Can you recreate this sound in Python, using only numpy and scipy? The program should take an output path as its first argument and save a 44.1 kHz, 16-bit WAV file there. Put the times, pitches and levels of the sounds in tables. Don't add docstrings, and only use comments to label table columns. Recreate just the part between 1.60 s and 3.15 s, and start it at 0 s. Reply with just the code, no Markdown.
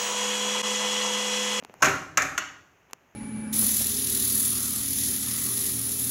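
import sys
import numpy as np
from scipy import signal
from scipy.fft import rfft, irfft, next_fast_len
from scipy.io import wavfile
from scipy.ndimage import uniform_filter1d

SR = 44100
rng = np.random.default_rng(int(sys.argv[2]) if len(sys.argv) > 2 else 0)


def bounce(signal):
    frames = np.transpose(np.atleast_2d(signal))
    limited = np.clip(frames, -1, 1)
    pcm = np.round(limited * 32767).astype(np.int16)
    wavfile.write(sys.argv[1], SR, pcm)


def gain_from_db(level_db):
    decades = np.asarray(level_db, float) / 20
    return 10 ** decades


N = 68355

# frequency in Hz, level in dB per Hz.
HUSH_COLOR = [(25, -7), (60, 2.5), (200, -1), (500, -3), (1500, -6.5), (3000, -9.5), (8000, -24.5),
              (16000, -4)]
# time in seconds, level in dB.
HUSH_LOUDNESS = [(0, -55), (0.199, -53), (1.102, -57.5), (1.55, -58.5)]
PATCHY_DB = 0.7

TICK_TIMES = [.0254, .0374, .0476, .0488, .0973, .1075, .1407, 1.2995, 1.3012, 1.3102, 1.3119, 1.3320,
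              1.3330]
# knock in dB, snap in dB, knock pitch in Hz, dull after-swing in dB.
FINGER_TICKS = [(-37.5, -62, 520, -38.5), (-46, -41, 900, -74), (-63, -56, 550, -55),
                (-31.5, -26, 825, -39.5), (-39, -60, 430, -39.5), (-55.5, -69, 1300, -47),
                (-36, -37, 790, -53), (-52, -57.5, 1200, -69.5), (-50, -61.5, 820, -71.5),
                (-48, -39, 760, -68), (-63, -41, 920, -70), (-67.5, -42, 570, -60.5),
                (-28, -17.5, 1016, -37)]
# frequency in Hz, gain in dB.
CASE_PATH = [(60, -19.5), (250, -1), (1500, -1), (3000, 10), (4500, 9.5), (6600, -6), (9000, 10),
             (16000, 15)]
KNOCK_CYCLES, AFTER_CYCLES = 4.4, 8
SNAP_T60_S = 0.0015

# time in seconds, hiss in dB, squeak in dB.
LATCH_SCRAPE = [
    (0.182, -63, -82),
    (.1965, -68, -76),
    (.198, -58.5, -83.5),
    (0.201, -67, -75),
    (0.202, -52, -65.5),
    (0.21, -52, -49.5),
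    (.214, -57.5, -44.5),
    (0.223, -60, -49.5),
]
SQUEAK_HZ, SQUEAK_WIDTH_HZ = 880, 250

# frequency in Hz, time to fall 60 dB in seconds.
ROOM_DECAY = [(60, 1.07), (200, 0.7), (1100, 0.57), (2900, 0.46), (4500, 0.55), (7000, 0.49), (8500, 0.52),
              (15000, 0.39)]
ROOM_DELAY_S, ROOM_BUILD_S = 0.0034, 0.001
WET_RING_DB, WET_BUZZ_DB, WET_RATTLE_DB, WET_PANEL_DB = -5.5, 4, -10, -4.5
AIR_HZ, AIR_LOSS = 7570, 1.35

# start in seconds, frame ring in dB, latch rattle in dB, panel thud in dB,
# hardness in dB per octave.
DOOR_CONTACTS = [(0.2214, -31.5, -15, -39, -11.5), (0.225, -6.5, -10.5, -28.5, -0.5),
                 (0.2309, -9.5, -19, -21.5, -2), (0.2453, -14, -16, -24.5, -5.5),
                 (0.2521, -21, -14.5, -38, 6.3), (0.258, -18, -17.5, -40, 2.5), (.2690, -16, -31, -20, -7),
                 (.2870, -41, -27, -27.5, 10.5), (0.5728, -16, -9, -30, -1.5),
                 (.5745, -17.5, -13.5, -29, 1.5), (.5800, -10.5, -21.5, -38, -1.5),
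                 (0.601, -32.5, -30, -35, 5.2), (0.6207, -31, -18.5, -46.5, -5.7),
                 (0.6275, -25.5, -31.5, -33.5, -7.9), (.7200, -30.5, -54, -40, -2.5),
                 (.7783, -18.5, -16, -39, 4), (0.781, -24.5, -20, -38, -0.5),
                 (0.7859, -31.5, -53, -52, 5.5)]
# frequency in Hz, level in dB, time to fall 60 dB in seconds.
FRAME_MODES = [(629.7, -10.5, 0.097), (775.7, -5.5, 0.062), (1122.6, 1.5, .05), (1312, 0.5, 0.051),
               (1406, 1, 0.05), (1562, 7, 0.025), (1580, -14.5, 0.018), (1875, -9.5, 0.013),
               (2090, -6, 0.068), (2320, -19, .025), (2464, -6.5, 0.0083), (2830, -0.5, .02)]
# frequency in Hz, level in dB, time to fall 60 dB in seconds.
PANEL_MODES = [(62.16, -19, .9), (80, -12, 0.35), (105, -13, 0.45), (141.5, -9.5, 0.35),
               (162.6, -0.5, 0.13), (283.4, 1, .12), (313.1, -3.5, 0.19), (403.3, -3.5, 0.1)]
# frequency in Hz, level in dB per Hz.
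BUZZ_COLOR = [(150, -32), (500, -16), (980, -15), (1180, -1.5), (1800, -1.5), (2600, -8), (4000, -11),
              (9000, -28)]
BUZZ_DB, BUZZ_T60_S = -7, 0.023
RATTLE_T60_S, RATTLE_LOW_HZ = 0.043, 2700
FRAME_RISE_S, PANEL_RISE_S = 0.00049, 0.0036
MODE_SPREAD_DB = 3
TILT_PIVOT_HZ = 1490

# frequency in Hz, gain in dB.
MIC_COLOR = [(2700, 2), (3600, -7.5), (4800, -7.5), (6600, 8.5), (7400, 0.5), (8200, -14.5), (10500, -16.5),
             (15000, -20.5)]
PORT_HZ, PORT_WIDTH_HZ, PORT_DB = 12520, 720, 6
LOW_CUT_HZ, TOP_HZ = 55, 15850
SELF_NOISE_DB = -84.5


def unit(x):
    return x / np.sqrt(np.mean(x ** 2) + 1e-20)


def along(points, hz):
    f, v = np.transpose(points)
    return np.interp(np.log(hz + 1), np.log(f + 1), v)


def causal(x, gain_db):
    m = 2 * next_fast_len(x.shape[-1])
    cep = irfft(gain_db(np.fft.rfftfreq(m, 1 / SR)) * np.log(10) / 20, m)
    cep[1:m // 2] *= 2
    cep[m // 2 + 1:] = 0
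    return irfft(rfft(x, m) * np.exp(rfft(cep)), m)[..., :x.shape[-1]]


def add(track, s, sound):
    part = track[round(s * SR):][:len(sound)]
    part += sound[:len(part)]


def hush():
    z = signal.stft(rng.standard_normal(N + 512), nperseg=512)[2]
    field = uniform_filter1d(rng.standard_normal(z.shape), 8, 0)
    field = uniform_filter1d(field, 8, 1)
    noise = signal.istft(z * gain_from_db(PATCHY_DB * unit(field)), nperseg=512)[1][:N]
    air = causal(noise, lambda hz: along(HUSH_COLOR, hz))
    return unit(air) * gain_from_db(np.interp(np.arange(N) / SR, *np.transpose(HUSH_LOUDNESS)))


def ticks():
    out = np.zeros(N)
    t = np.arange(SR // 40) / SR
    for s, (knock_db, snap_db, hz, after_db) in zip(TICK_TIMES, FINGER_TICKS):
        knock = np.cos(2 * np.pi * hz * t - 0.3) * gain_from_db(knock_db - 60 * t * hz / KNOCK_CYCLES)
        knock = knock * (1 - np.exp(-t / 0.0001))
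        after = np.sin(np.pi * hz * t) * gain_from_db(after_db - 60 * t * hz / 2 / AFTER_CYCLES)
        snap = (t == 0) + 0.62 * rng.standard_normal(len(t)) * gain_from_db(-60 * t / SNAP_T60_S)
        snap = snap - 0.52 * np.roll(snap, shift=3)
        add(out, s, 2 * knock + after + gain_from_db(snap_db) * snap)
    return causal(out, lambda hz: along(CASE_PATH, hz))


def scrape():
    s, hiss_db, squeak_db = np.transpose(LATCH_SCRAPE)
    t = np.arange(N) / SR
    on = (t > s[0]) & (t < s[-1])
    roughness = uniform_filter1d(rng.standard_normal(N), 60) * np.sqrt(60)
    grit = rng.standard_normal(N) * gain_from_db(2.5 * roughness)
    peak = lambda hz: -20 * np.log10(1 + ((hz - SQUEAK_HZ) / SQUEAK_WIDTH_HZ) ** 2)
    squeak = causal(rng.standard_normal(N), peak)
    hiss = gain_from_db(np.interp(t, s, hiss_db)) * unit(grit)
    return on * (hiss + gain_from_db(np.interp(t, s, squeak_db)) * unit(squeak))


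def room(x):
    hz, _, z = signal.stft(rng.standard_normal(SR), SR, nperseg=256)
    fade = gain_from_db(-60 * np.arange(z.shape[1]) * 0 - 60 * _ / along(ROOM_DECAY, hz)[:, None] + 60)
    tail = signal.istft(z * fade, SR, nperseg=256)[1]
    late = np.clip(np.arange(len(tail)) / SR - ROOM_DELAY_S, 0, None)
    tail = tail * (1 - np.exp(-late / ROOM_BUILD_S))
    return signal.fftconvolve(x, tail / np.linalg.norm(tail))


def ring(modes, t, rise_s):
    hz, db, t60 = np.transpose(modes)[:, :, None]
    chance = rng.standard_normal((2, len(modes), 1))
    level = gain_from_db(db + MODE_SPREAD_DB * chance[0] - 60 * t / t60)
    waves = level * np.sin(2 * np.pi * hz * (1 + 0.015 * chance[1]) * t)
    return waves.sum(0) * (1 - np.exp(-t / rise_s)) / np.sqrt(len(modes))


def frame_buzz(t):
    noise = causal(rng.standard_normal(len(t)), lambda hz: along(BUZZ_COLOR, hz))
    return unit(noise) * gain_from_db(BUZZ_DB - 60 * t / BUZZ_T60_S)


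def latch_rattle(t):
    steep = lambda hz: -20 * np.log10(1 + (RATTLE_LOW_HZ / (hz + 1)) ** 2)
    return causal(rng.standard_normal(len(t)) * gain_from_db(-60 * t / RATTLE_T60_S), steep)


def door():
    out = np.zeros(N)
    t, long = np.arange(SR // 4) / SR, np.arange(SR) / SR
    for s, frame_db, rattle_db, thud_db, hard_db in DOOR_CONTACTS:
        tilt = lambda hz: hard_db * np.log2(np.clip(hz, 400, 3200) / TILT_PIVOT_HZ)
        air = lambda hz: -AIR_LOSS * hard_db * (hz > AIR_HZ)
        struck = np.array([ring(FRAME_MODES, t, FRAME_RISE_S), frame_buzz(t)])
        tones, buzz = gain_from_db(frame_db) * causal(struck, tilt)
        panel = gain_from_db(thud_db) * ring(PANEL_MODES, long, PANEL_RISE_S)
        rattle = gain_from_db(rattle_db) * latch_rattle(t)
        wet = gain_from_db(WET_PANEL_DB) * panel
        add(wet, 0, gain_from_db(WET_RING_DB) * tones + gain_from_db(WET_BUZZ_DB) * buzz)
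        add(wet, 0, gain_from_db(WET_RATTLE_DB) * causal(rattle, air))
        for sound in (tones + buzz + rattle, panel, room(wet)):
            add(out, s, sound)
    return out


def scene():
    return (hush() + ticks() + scrape() + door())[None]


def band_limit(x):
    return signal.sosfilt(signal.butter(12, 16980, fs=SR, output="sos"), x)


def record(dry):
    def color(hz):
        port = PORT_DB / (1 + ((hz - PORT_HZ) / PORT_WIDTH_HZ) ** 2)
        top_cut = 40 / (1 + (TOP_HZ / (hz + 1)) ** 150)
        low_cut = 20 * np.log10(1 + (LOW_CUT_HZ / (hz + 1)) ** 2)
        return along(MIC_COLOR, hz) + port - top_cut - low_cut

    mix = causal(dry, color) + gain_from_db(SELF_NOISE_DB) * rng.standard_normal(dry.shape)
    return band_limit(mix)


dry = scene()
out = record(dry)
bounce(out)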